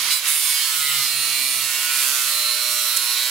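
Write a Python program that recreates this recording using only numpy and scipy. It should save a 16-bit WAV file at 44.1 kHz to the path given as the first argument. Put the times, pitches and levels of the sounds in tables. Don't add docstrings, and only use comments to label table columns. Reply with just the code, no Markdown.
import sys
import numpy as np
from scipy import signal
from scipy.fft import rfft, irfft, next_fast_len
from scipy.io import wavfile
from scipy.ndimage import uniform_filter1d, map_coordinates

SR = 44100
rng = np.random.default_rng(int(sys.argv[2]) if len(sys.argv) > 2 else 0)


def master(y):
    cut = np.clip(np.atleast_2d(y).T, -1, 1)
    pcm = np.round(cut * 32767)
    wavfile.write(sys.argv[1], SR, pcm.astype(np.int16))


N = 145530
TOP_HZ = 15800


def amp(db):
    return 10 ** (np.asarray(db) / 20)


def unit(x):
    return x / np.sqrt(np.mean(x ** 2) + 1e-20)


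def along(points, hz):
    f, v = np.transpose(points)
    return np.interp(np.log(hz + 1), np.log(f + 1), v)


def curves(rows):
    s, *cols = np.transpose(rows)
    return [np.interp(np.arange(N) / SR, s, c) for c in cols]


def wobble(knots_per_s):
    coarse = np.linspace(0, N, 1024)
    knots = rng.standard_normal(512)
    curve = map_coordinates(knots, [coarse * knots_per_s / SR], mode="wrap")
    return np.interp(np.arange(N), coarse, curve)


def filtered(x, response):
    m = next_fast_len(N + SR // 4)
    return irfft(rfft(x, m) * response(np.fft.rfftfreq(m, 1 / SR)), m)[..., :N]


def gate(start_s, end_s, fade_s):
    t = np.arange(N) / SR
    return np.clip(np.minimum(t - start_s, end_s - t) / fade_s + .5, 0, 1)


def tone(cycles, waver_depth):
    per_ear = np.array([wobble(14), wobble(14)])
    waver_db = waver_depth * (0.99 * wobble(5.44) + 0.76 * wobble(25.92) + 0.48 * per_ear)
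    return unit(amp(waver_db) * np.sin(2 * np.pi * (cycles + rng.random())))


# (frequency [Hz], level [dB])
ECHO_SHARE = [(1000, -8), (4000, -3.5), (7000, -4.5), (12000, -1)]
ECHO_T60_S, ECHO_REMIX_PER_S = 0.19, 3.996


def room(pair):
    t = np.arange(SR // 4) / SR
    tails = rng.standard_normal((4, 2, len(t))) * amp(-60 * t / ECHO_T60_S)
    weights = np.array([wobble(ECHO_REMIX_PER_S) for _ in tails])
    weights = weights / np.linalg.norm(weights, axis=0)
    echo = 0
    for weight, tail in zip(weights, tails):
        tail = tail / np.linalg.norm(tail[0])
        echo = echo + weight * signal.fftconvolve(pair, tail, axes=1)[:, :N]
    share = lambda hz: amp(along(ECHO_SHARE, hz))
    return filtered(pair + filtered(echo, share), lambda hz: 1 / np.hypot(1, share(hz)))


# (frequency [Hz], likeness [0-1])
LIKENESS = [(60, 0.4), (92, 0.66), (140, 0.8), (210, 0.75), (330, 0.61), (500, 0.51), (770, 0.93),
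            (1170, 0.58), (1790, 0.68), (2740, 0.52), (4190, 0.38), (6410, 0.26), (9810, 1), (15000, 0.97)]


def spread(pair):
    angle = lambda hz: np.arccos(np.clip(along(LIKENESS, hz), 0, .99)) / 2
    mid, side = filtered(pair, lambda hz: np.array([np.ones_like(hz), np.tan(angle(hz))]))
    return np.array([mid + side, mid - side])


# (frequency [Hz], relative level [dB])
AIR_COLOUR = [(20, -7), (60, -3), (130, 3), (200, 0), (330, 5), (500, -2.5), (750, 6.5), (1000, -1),
              (2000, -40)]
# (time [s], level [dB])
AIR_LEVEL = [(0, -51), (.1, -50.5), (.15, -67), (.22, -67), (.26, -57), (.35, -60), (.62, -59.5), (.8, -57),
             (2.05, -57), (2.4, -59.5), (3.3, -59.5)]


def air():
    rumble = filtered(rng.standard_normal((2, N)), lambda hz: amp(along(AIR_COLOUR, hz)))
    return amp(curves(AIR_LEVEL)[0]) * unit(rumble)


# (multiple of rotor speed, level running free [dB], level under full load [dB])
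MOTOR_LINES = [(1, -66.5, -55.5), (2, -54, -66), (3, -67, -48), (4, -42, -51), (5, -56, -48.5),
               (6, -51, -44.5), (7, -44, -45.5), (9, -51, -42), (10, -61, -44.5), (11, -54, -49),
               (12, -46, -50)]
GEAR_RATIO = 3.7
FREE_HZ, LOADED_HZ = 150, 121
MOTOR_WAVER_DEPTH = 3


def motor(turns, speed_hz):
    load = (FREE_HZ - speed_hz) / (FREE_HZ - LOADED_HZ)
    whine = 0
    for k, free_db, loaded_db in MOTOR_LINES:
        level_db = free_db + load * (loaded_db - free_db)
        whine = whine + amp(level_db) * tone(k * GEAR_RATIO * turns, MOTOR_WAVER_DEPTH)
    return whine


# (time [s], level [dB])
SNAPS = [(2.965, -15), (2.97, -14.5), (2.974, -16)]
# (frequency [Hz], relative level [dB])
SNAP_COLOUR = [(200, -45), (800, -40), (3000, -5), (8000, 4), (12000, 5.5), (16000, -10)]
SNAP_T60_S = 0.02


def splinters():
    t = np.arange(N) / SR
    level = sum((t >= s) * amp(db - 60 * np.abs(t - s) / SNAP_T60_S) for s, db in SNAPS)
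    crack = filtered(rng.standard_normal((2, N)), lambda hz: amp(along(SNAP_COLOUR, hz)))
    return level * unit(crack)


# (start [s], end [s], multiple of turn rate, level [dB])
RINGS = [(0.714, 1.1, 1, -56.5), (1.1, 1.76, 1, -58.5), (0.925, 2.15, 2, -57.5), (2.14, 3.1, 2, -64.5),
         (1.07, 2.9, 5, -55.5), (2.25, 3.3, 5, -51.5), (0.67, 1.06, 9, -41), (1.95, 4, 9, -48),
         (0.73, 2.5, 10, -44.5), (2.6, 2.97, 10, -44.5), (1.66, 2.0, 11, -41), (2.0, 2.97, 11, -42),
         (1.19, 2.1, 8, -52), (0.51, 0.9, 12, -41.5), (1.9, 3.9, 12, -45.5), (0.64, 1.08, 14, -44),
         (0.41, 1.06, 15, -39), (3.2, 3.3, 16, -41.5), (2.97, 3.3, 8, -50.5), (1.04, 2.14, 17, -41),
         (1.07, 2.08, 18, -41), (1.02, 2.12, 19, -42), (.55, 2.3, 21, -37.5), (.11, .2, 27, -29),
         (.5, 2.2, 29, -40), (1, 1.6, 31, -38), (2.7, 4.7, 31, -36), (1.08, 1.8, 32, -39),
         (0.088, 0.205, 33, -33.5), (1.1, 2.2, 33, -38), (2.28, 3.6, 33, -34.5), (2.25, 2.58, 34, -32.5),
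         (2.1, 2.95, 34, -34.5), (2.3, 3.3, 35, -34), (0.95, 2, 37, -40.5), (2.6, 3.2, 46, -36.5)]
RING_FADE_S, HUM_FADE_S = 0.027, 0.13
RING_WAVER_DEPTH, HUM_WAVER_DEPTH = 2.17, 1.3


def rings(turns):
    ringing = 0
    for start_s, end_s, k, db in RINGS:
        on = gate(start_s, end_s, RING_FADE_S + HUM_FADE_S / k)
        line = tone(k * turns, RING_WAVER_DEPTH + HUM_WAVER_DEPTH / k)
        ringing = ringing + amp(db) * on * line
    return ringing


WEAR_PER_S = 5.003


def rim(turns, size, channels=2):
    ripples = np.exp(2j * np.pi * rng.random((32, channels, size // 2))) * (np.arange(size // 2) > 0)
    shapes = irfft(ripples, size * 8, axis=2)
    points = shapes.shape[2]
    age = np.arange(N) / SR * WEAR_PER_S
    old = age.astype(int) % (len(shapes) - 1)
    blend = age % 1 * np.pi / 2
    spot = turns % 1 * points
    i, part = spot.astype(int), spot % 1
    read = lambda k: shapes[k, :, i].T * (1 - part) + shapes[k, :, (i + 1) % points].T * part
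    return unit(read(old) * np.cos(blend) + read(old + 1) * np.sin(blend))


# (start [s], end [s], centre [Hz], width of each filter pass [Hz], level [dB])
SQUEALS = [(.105, 0.15, 4320, 900, -26.5), (0.282, .41, 9980, 500, -26), (0.287, .41, 9280, 130, -30),
           (0.423, .53, 9450, 600, -27.5), (.42, 0.476, 5200, 200, -34), (0.526, 0.598, 4880, 150, -29.5),
           (0.544, .65, 3085, 180, -35), (.6, .7, 4340, 200, -34.5), (0.824, 0.913, 2060, 205, -32.5),
           (.85, 1.006, 2915, 250, -34), (0.793, 1.106, 4120, 450, -32), (0.895, 1.08, 5100, 250, -35.5),
           (1.1, 1.495, 4150, 706, -31.5), (1.12, 1.57, 2560, 596, -36.5), (1.15, 1.27, 9550, 500, -29.5),
           (1.195, 1.58, 9220, 400, -32), (1.874, 2.057, 2390, 456, -35), (2.279, 2.36, 8040, 300, -34),
           (2.3, 2.556, 4130, 201, -32), (2.6, 2.764, 9700, 350, -34.5), (2.765, 2.94, 6070, 250, -38),
           (2.8, 2.95, 12900, 700, -35), (3.118, 3.218, 4260, 200, -33), (3.209, 3.33, 4540, 300, -35)]
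CATCH_DB = 1
STEADY_S, SQUEAL_FADE_S = 0.046, .025


def squeals(turns):
    kick = rim(turns, size=264) + 0.29 * rng.standard_normal((2, N))
    catch = amp(CATCH_DB * np.cos(2 * np.pi * turns)) * kick
    out, t = np.zeros((2, N)), np.arange(N) / SR
    for start_s, end_s, centre_hz, width_hz, db in SQUEALS:
        on = gate(start_s, end_s, SQUEAL_FADE_S)
        near = (t > start_s - .1) & (t < end_s + .1)
        b, a = signal.iirpeak(centre_hz, centre_hz / width_hz, SR)
        ring = signal.lfilter(b, a, signal.lfilter(b, a, catch[:, near]))
        power = uniform_filter1d(np.mean(ring ** 2, axis=0), int(STEADY_S * SR))
        out[:, near] += amp(db) * on[near] * ring / np.sqrt(np.abs(power) + 1e-12)
    return out


# (time [s], low-band level [dB], mid-band level [dB], high-band level [dB])
RUB_LEVELS = [(0.0, -29, -25.5, -25.5), (0.095, -28.5, -26.5, -25), (0.12, -24.5, -20.3, -20),
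              (0.17, -29, -27, -23.5), (0.215, -35, -31.7, -31), (0.265, -26.5, -27.2, -25.5),
              (0.285, -27.5, -25.0, -17.5), (0.33, -29.5, -27.1, -20.5), (0.41, -30, -27.5, -22),
              (0.48, -28.5, -25.5, -20.5), (0.62, -29.5, -25, -23), (0.78, -30, -26.5, -23),
              (0.95, -29, -26, -22.5), (1.08, -31, -26, -24), (1.16, -33, -30, -26),
              (1.22, -31.5, -28.5, -24.5), (1.6, -32.5, -28.5, -25), (1.872, -29.5, -28, -23.5),
              (2.03, -28.5, -25.5, -21), (2.3, -31, -27, -23.5), (2.6, -31.5, -28.5, -26),
              (2.85, -31.5, -28, -23), (3.05, -31, -28.5, -24.5), (3.3, -29.5, -27.5, -25.4)]
# (low to mid [Hz], mid to high [Hz])
SPLIT_HZ = (3200, 7000)
# (time [s], buzz over hiss [dB])
BUZZ_OVER_HISS = [(0, -1), (.09, -6), (.13, 10), (.23, -3), (.32, 2.5), (.9, 6.5), (1.4, 3.5), (1.7, 2.5),
                  (2.05, 3.5), (2.5, 5), (2.9, 3), (3.0, 1), (3.3, 9.5)]
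# (frequency [Hz], relative level [dB])
BUZZ_COLOUR = [(120, -45), (400, -29), (800, -21.5), (1050, -13), (1400, -9.5), (1700, -9.5), (2200, -5.5),
               (3000, -5.5), (4200, -4.5), (5200, -6), (6300, -9), (7700, -1), (8400, -2), (9900, 0.5),
               (11000, -2), (12500, -1.5), (13600, -4), (15500, -5.5)]
# (frequency [Hz], relative level [dB])
HISS_COLOUR = [(100, -41), (200, -45), (330, -25), (450, -28), (650, -21.5), (830, -21.5), (1050, -9),
               (1600, -10.5), (2200, -4.5), (3200, -3), (4300, -4.5), (5200, -6.5), (6300, -8.5),
               (8000, -6), (9900, -1.5), (11500, -3.5), (13500, -10), (15500, -12)]
RUB_TRIM_DB = -1.19
BUZZ_LUMPS_DB, HISS_LUMPS_DB = 1.66, 0.33
SLIP_TURNS, SLIP_PER_S = 0.0009, 70
CHATTER_DB, CHATTER_PER_S = 0.3, 24


def rubbing(turns):
    lumps = rim(turns, size=14, channels=1)
    grain = rim(turns + SLIP_TURNS * wobble(SLIP_PER_S), size=264)
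    scrape = room(grain * amp(BUZZ_LUMPS_DB * lumps))
    buzz = filtered(scrape, lambda hz: amp(along(BUZZ_COLOUR, hz)))
    tearing = rng.standard_normal((2, N)) * amp(HISS_LUMPS_DB * lumps)
    hiss = filtered(tearing, lambda hz: amp(along(HISS_COLOUR, hz)) * (hz < TOP_HZ))
    ratio = amp(curves(BUZZ_OVER_HISS)[0])
    rub = (ratio * unit(buzz) + unit(hiss)) / np.sqrt(1 + ratio ** 2)
    edges_hz = [0, *SPLIT_HZ, TOP_HZ]
    total = 0
    for lo, hi, db in zip(edges_hz, edges_hz[1:], curves(RUB_LEVELS)):
        band = unit(filtered(rub, lambda hz: (hz >= lo) & (hz < hi)))
        total = total + band * amp(db + CHATTER_DB * wobble(CHATTER_PER_S))
    return amp(RUB_TRIM_DB) * total


# (time [s], turn rate [Hz])
DISC_SPEED = [(0.12, 146.7), (0.24, 147.3), (0.28, 149.5), (0.47, 149.5), (0.55, 148.3), (0.93, 139.6),
              (1.1, 134.1), (1.2, 133.0), (1.72, 131.3), (1.95, 133.5), (2.01, 132.8), (2.16, 126.1),
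              (2.26, 123.0), (2.36, 121.5), (2.49, 120.8), (2.64, 122.2), (3.09, 120.8), (3.12, 121.1),
              (3.3, 125.0)]
# (frequency [Hz], left minus right [dB])
LEAN = [(60, 4), (99, -2.5), (160, -1.5), (270, -6.5), (450, -6), (740, -7.5), (1220, -5.5), (2010, -2.5),
        (3330, -4), (5500, -11.5), (9080, -6.5), (15000, -4)]
FLUTTER, FLUTTER_PER_S = 0.000656, 40.2


def scene():
    speed_hz, = curves(DISC_SPEED)
    turns = np.cumsum(speed_hz * (1 + FLUTTER * wobble(FLUTTER_PER_S))) / SR
    noises = spread(air() + splinters() + squeals(turns) + rubbing(turns))
    sound = noises + motor(turns, speed_hz) + rings(turns)
    sides = lambda hz: np.array([amp(along(LEAN, hz)), np.ones_like(hz)])
    return filtered(sound, lambda hz: sides(hz) / sides(hz).mean(axis=0))


def record(dry):
    return filtered(dry, lambda hz: hz < TOP_HZ)


dry = scene()
out = record(dry)
master(out)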